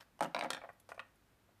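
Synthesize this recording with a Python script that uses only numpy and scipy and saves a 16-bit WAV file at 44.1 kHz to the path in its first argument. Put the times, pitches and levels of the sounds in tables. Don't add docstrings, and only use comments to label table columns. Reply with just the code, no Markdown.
import sys
import numpy as np
from scipy import signal
from scipy.fft import rfft, irfft, next_fast_len
from scipy.io import wavfile
from scipy.ndimage import map_coordinates

SR = 44100
rng = np.random.default_rng(int(sys.argv[2]) if len(sys.argv) > 2 else 0)


def to_wav(sig):
    pcm = np.clip(np.atleast_2d(sig), -1, 1) * 32767
    pcm = np.round(pcm).astype(np.int16)
    wavfile.write(sys.argv[1], SR, pcm.T)


N = 70560


def amp(db):
    return 10 ** (np.asarray(db) / 20)


def along(points, hz):
    point_hz, values = np.transpose(points)
    return np.interp(np.log(hz + 1), np.log(point_hz + 1), values)


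def clock():
    return np.arange(SR // 2) / SR


def blow(x):
    return x * np.sqrt(0.005 * SR / (np.sum(x ** 2) + 1e-20))


def add(track, start_s, x):
    part = track[max(round(start_s * SR), 0):][:len(x)]
    part += x[:len(part)]


def edge(x, hz, kind):
    return signal.sosfilt(signal.butter(3, hz, kind, fs=SR, output="sos"), x)


def noise(spectrum, size):
    gain = amp(along(spectrum, np.fft.rfftfreq(size, 1 / SR)))
    x = irfft(rfft(rng.standard_normal(size)) * gain, size)
    return x / x.std()


def burst(spectrum, t60_s):
    t = clock()
    return blow(noise(spectrum, len(t)) * amp(-60 * t / t60_s))


def ring(modes, scatter_db, detune, attack_s, aligned=False):
    t = clock()
    hz, db, t60_s = np.transpose(modes)[:, :, None]
    level_draw, pitch_draw = rng.standard_normal((2, len(modes), 1))
    sign = 1 if aligned else (-1) ** np.arange(len(modes))[:, None]
    decay = amp(db + scatter_db * level_draw - 60 * t / t60_s)
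    waves = sign * decay * np.sin(2 * np.pi * hz * (1 + detune * pitch_draw) * t)
    return blow(waves.sum(0) * (1 - np.exp(-t / attack_s)))


def background():
    air = [(12, -38), (20, -7), (26, -19.5), (54, 0), (74, -7.5), (106, -2.5), (125, -7), (207, -7.5),
           (548, -14.5), (724, -14), (1200, -17), (1370, -17), (6350, -30), (13800, -31), (15500, -21)]
    air_db, hum_db, hum_hz = -70, -82.5, 100
    hum = np.sqrt(2) * np.sin(2 * np.pi * hum_hz * np.arange(N) / SR)
    return amp(air_db) * noise(air, N) + amp(hum_db) * hum


def room(x):
    walls = [(.0041, -21), (.0071, -17.5), (.0118, -18.5)]
    tail_decay = [(150, .36), (700, 0.41), (1600, 0.37), (4000, 0.35), (9000, 0.26), (14000, 0.17)]
    tail_colour = [(150, 0), (700, -4.5), (1600, 0), (4000, -1.5), (9000, -6), (14000, 4.5)]
    early_db, early_delay_s, early_t60_s = -14, 0.004, 0.054
    tail_db, tail_delay_s = -14, 0.01
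    t = clock()
    hz, frame_s, bins = signal.stft(rng.standard_normal(len(t)), SR, nperseg=256)
    gain = amp(along(tail_colour, hz)[:, None] - 60 * frame_s / along(tail_decay, hz)[:, None])
    tail = signal.istft(bins * gain, SR, nperseg=256)[1][:len(t)]
    early = rng.standard_normal(len(t)) * amp(-60 * t / early_t60_s)
    response = signal.unit_impulse(len(t))
    for delay_s, db in walls:
        add(response, delay_s, amp(db) * np.hanning(5) / 2)
    add(response, early_delay_s, amp(early_db) * early / np.linalg.norm(early))
    add(response, tail_delay_s, amp(tail_db) * tail / np.linalg.norm(tail))
    return signal.fftconvolve(x, response)


def clinks():
    touches = [(0.732, -76.5), (.7995, -62.5), (1.157, -75.5)]
    metal = [(2000, -12.5), (4600, -13), (5500, -18), (7000, -9), (9300, -11), (10500, 1.5), (11600, -1),
             (12800, -12), (15000, -29)]
    track = np.zeros(N)
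    for start_s, db in touches:
        add(track, start_s, room(amp(db) * burst(metal, t60_s=0.031)))
    return track


def slides():
    skids = [(.001, 0.031, -59.5), (0.2242, 0.025, -45.5), (0.378, 0.0067, -71), (0.44, 0.0095, -72),
             (0.894, 0.027, -59.5)]
    scrape = [(300, 3), (1200, 15), (2500, 5), (5000, 0), (7000, -3), (9000, -8), (13000, -4), (15000, -16)]
    rough_db, grains_per_s = 6, 1100
    track = np.zeros(N)
    t = clock()
    for start_s, length_s, db in skids:
        roughness = map_coordinates(rng.standard_normal(len(t)), [t * grains_per_s], order=1)
        grit = amp(rough_db * roughness) * noise(scrape, len(t))
        stroke = np.sqrt(np.clip(4 * t / length_s * (1 - t / length_s), 0, 1))
        add(track, start_s, room(amp(db) * stroke * grit / grit.std()))
    return track


def tabletop(thump_db):
    top_modes = [(462, -20, 0.14), (532.3, 2, 0.13), (547, -1.5, 0.14), (572.3, -1.5, .18), (685, -1, .16),
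                 (729, -13, 0.42), (831, -0.5, 0.16), (888, -2.5, 0.095), (912, -12, .14), (966, -8.5, .12),
                 (1163, -11, .16)]
    low_modes = [(150.3, -7, .22), (171, -4, 0.21), (233, 1.5, 0.18), (268.3, -2, .18), (309.3, 1.5, .2),
                 (384, -0.5, 0.1)]
    grain = [(100, -19.5), (400, -28.5), (520, -3), (700, -1), (1000, -10.5), (1500, -11.5), (2500, -21),
             (6000, -52)]
    knock = ring(top_modes, scatter_db=2, detune=0.008, attack_s=0.0006)
    thump = ring(low_modes, scatter_db=2.5, detune=0.02, attack_s=0.0077)
    wood = amp(5) * burst(grain, t60_s=0.065)
    return blow(knock + wood) + amp(thump_db) * thump


def item(hits, modes, crack_db, crack_t60_s, thump_db, tick_t60_s):
    crack_spectrum = [(100, -48), (400, -29.5), (700, 4), (2000, 4), (5000, 4), (10000, -1), (15000, 28)]
    tick_spectrum = [(500, 7), (3000, 2.5), (5500, 3), (7000, 1.5), (8000, -1), (8900, 6.5), (10200, -6.5),
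                     (12000, -7), (14200, -15.5), (15500, -40)]
    low_cut_hz = 518
    track = np.zeros(N)
    for start_s, ring_db, hardness_hz, knock_db, tick_db in hits:
        body = ring(modes, scatter_db=3, detune=0.026, attack_s=0.000214, aligned=True)
        body += amp(crack_db) * burst(crack_spectrum, crack_t60_s)
        body = edge(body, hardness_hz, "lowpass")
        body = amp(ring_db) * blow(edge(body, low_cut_hz, "highpass"))
        knock = amp(knock_db) * tabletop(thump_db)
        tick = amp(tick_db) * burst(tick_spectrum, tick_t60_s)
        add(track, start_s, room(body + knock + tick))
    return track


def nudges():
    hits = [(.616, -50, 2180, -49, -83), (.6375, -46, 1040, -54, -100), (.645, -57, 1190, -46.5, -94),
            (.652, -62, 1210, -68, -86), (.6903, -46.5, 1800, -90, -73), (.7003, -52.5, 1660, -59.5, -88),
            (.8905, -60.5, 5200, -51, -57), (.918, -43.5, 1790, -52, -65), (.945, -79, 2500, -58, -66.5),
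            (.962, -65, 2520, -82, -76), (.978, -49, 1450, -65, -76), (1.49, -67.5, 980, -73, -95)]
    modes = [(689, 8, .018), (787, -7, 0.0049), (1114, 6.5, 0.012), (1468, 1.5, 0.023), (1868, 0.5, 0.024),
             (2350, 2.5, 0.017), (4760, -8, .008)]
    return item(hits, modes, crack_db=10, crack_t60_s=0.013, thump_db=-21, tick_t60_s=0.053)


def lid():
    hits = [(.9942, -40.5, 4300, -51, -67), (.9997, -46, 4600, -57.5, -64)]
    modes = [(1233, -9.5, 0.035), (1470, -6, 0.024), (1870, 1, 0.015), (2290, -7, 0.013), (2515, -9, 0.011),
             (3240, -7.5, 0.0094), (3705, -12, 0.011)]
    return item(hits, modes, crack_db=1.5, crack_t60_s=0.014, thump_db=-13, tick_t60_s=0.012)


def brush():
    hits = [(.008, -56, 5100, -64, -63.5), (.5042, -34, 10500, -47.5, -36.5),
            (.5155, -59, 2200, -42.5, -66), (.5215, -56, 3500, -70, -77), (.532, -38, 6000, -46.5, -45.5),
            (.5473, -42, 4500, -46.5, -54), (.567, -46, 3200, -47, -63), (.5765, -52, 2520, -64, -72)]
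    modes = [(1393, 2.5, 0.023), (1589, -4, 0.059), (1843, -0.5, 0.04), (2460, 5, 0.012), (3210, 4, 0.016),
             (3570, 2.5, 0.015), (4120, 0.5, 0.011), (5510, 1.5, .014), (7400, 4, 0.0072), (8700, -4, 0.02)]
    return item(hits, modes, crack_db=-2, crack_t60_s=0.007, thump_db=-11, tick_t60_s=0.02)


def plastic_case():
    hits = [(.3468, -31.5, 4870, -36, -52.5), (.3645, -34.5, 4030, -43.5, -58.5),
            (.3773, -42.5, 2430, -48, -67), (.3868, -36.5, 1620, -52.5, -61),
            (.3915, -38.5, 7070, -53, -47.5), (.4099, -35, 3760, -40.5, -55.5), (.424, -43, 2970, -36, -60),
            (.4342, -44.5, 2980, -51, -71), (.4372, -64, 1980, -45, -50.5), (.4459, -37.5, 1470, -38, -64),
            (.4535, -43.5, 850, -39, -79), (.4595, -63, 1900, -57, -65)]
    modes = [(717, 2, 0.02), (965, 0.5, 0.013), (1322, -6, 0.023), (1607, -5.5, 0.023), (2320, 5.5, 0.0098),
             (2740, -13.5, .012), (3890, 0, 0.011), (4530, -3.5, 0.0076), (5420, -8, 0.013)]
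    return item(hits, modes, crack_db=0.5, crack_t60_s=0.0054, thump_db=-9.5, tick_t60_s=0.017)


def compact():
    hits = [(.1922, -54.5, 6100, -92, -65), (.2076, -28.5, 2000, -35.5, -43.5),
            (.2147, -34, 950, -47, -71.5), (.2252, -34, 1600, -40, -46.5), (.2328, -41, 5930, -51, -48),
            (.2385, -47, 3000, -69, -59), (.2462, -38.5, 1740, -40, -57.5), (.2555, -42, 3060, -60, -77),
            (.2608, -65, 2000, -53.5, -62)]
    modes = [(694, 1, 0.012), (847, -0.5, 0.017), (984, -6, 0.018), (1150, -12.5, .025),
             (1310, -11.5, 0.045), (1560, -15.5, 0.023), (1850, -21.5, .02), (3000, -7.5, 0.017),
             (4650, -17, .01)]
    return item(hits, modes, crack_db=-3.5, crack_t60_s=0.021, thump_db=-1.5, tick_t60_s=0.017)


def scene():
    handling = compact() + plastic_case() + brush() + nudges() + lid() + slides() + clinks()
    return (edge(handling, hz=125, kind="highpass") + background())[None]


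def record(dry):
    top_hz = 14600
    size = next_fast_len(N + SR // 2)
    passband = np.fft.rfftfreq(size, 1 / SR) < top_hz
    return irfft(rfft(dry, size) * passband, size)[:, :N]


dry = scene()
out = record(dry)
to_wav(out)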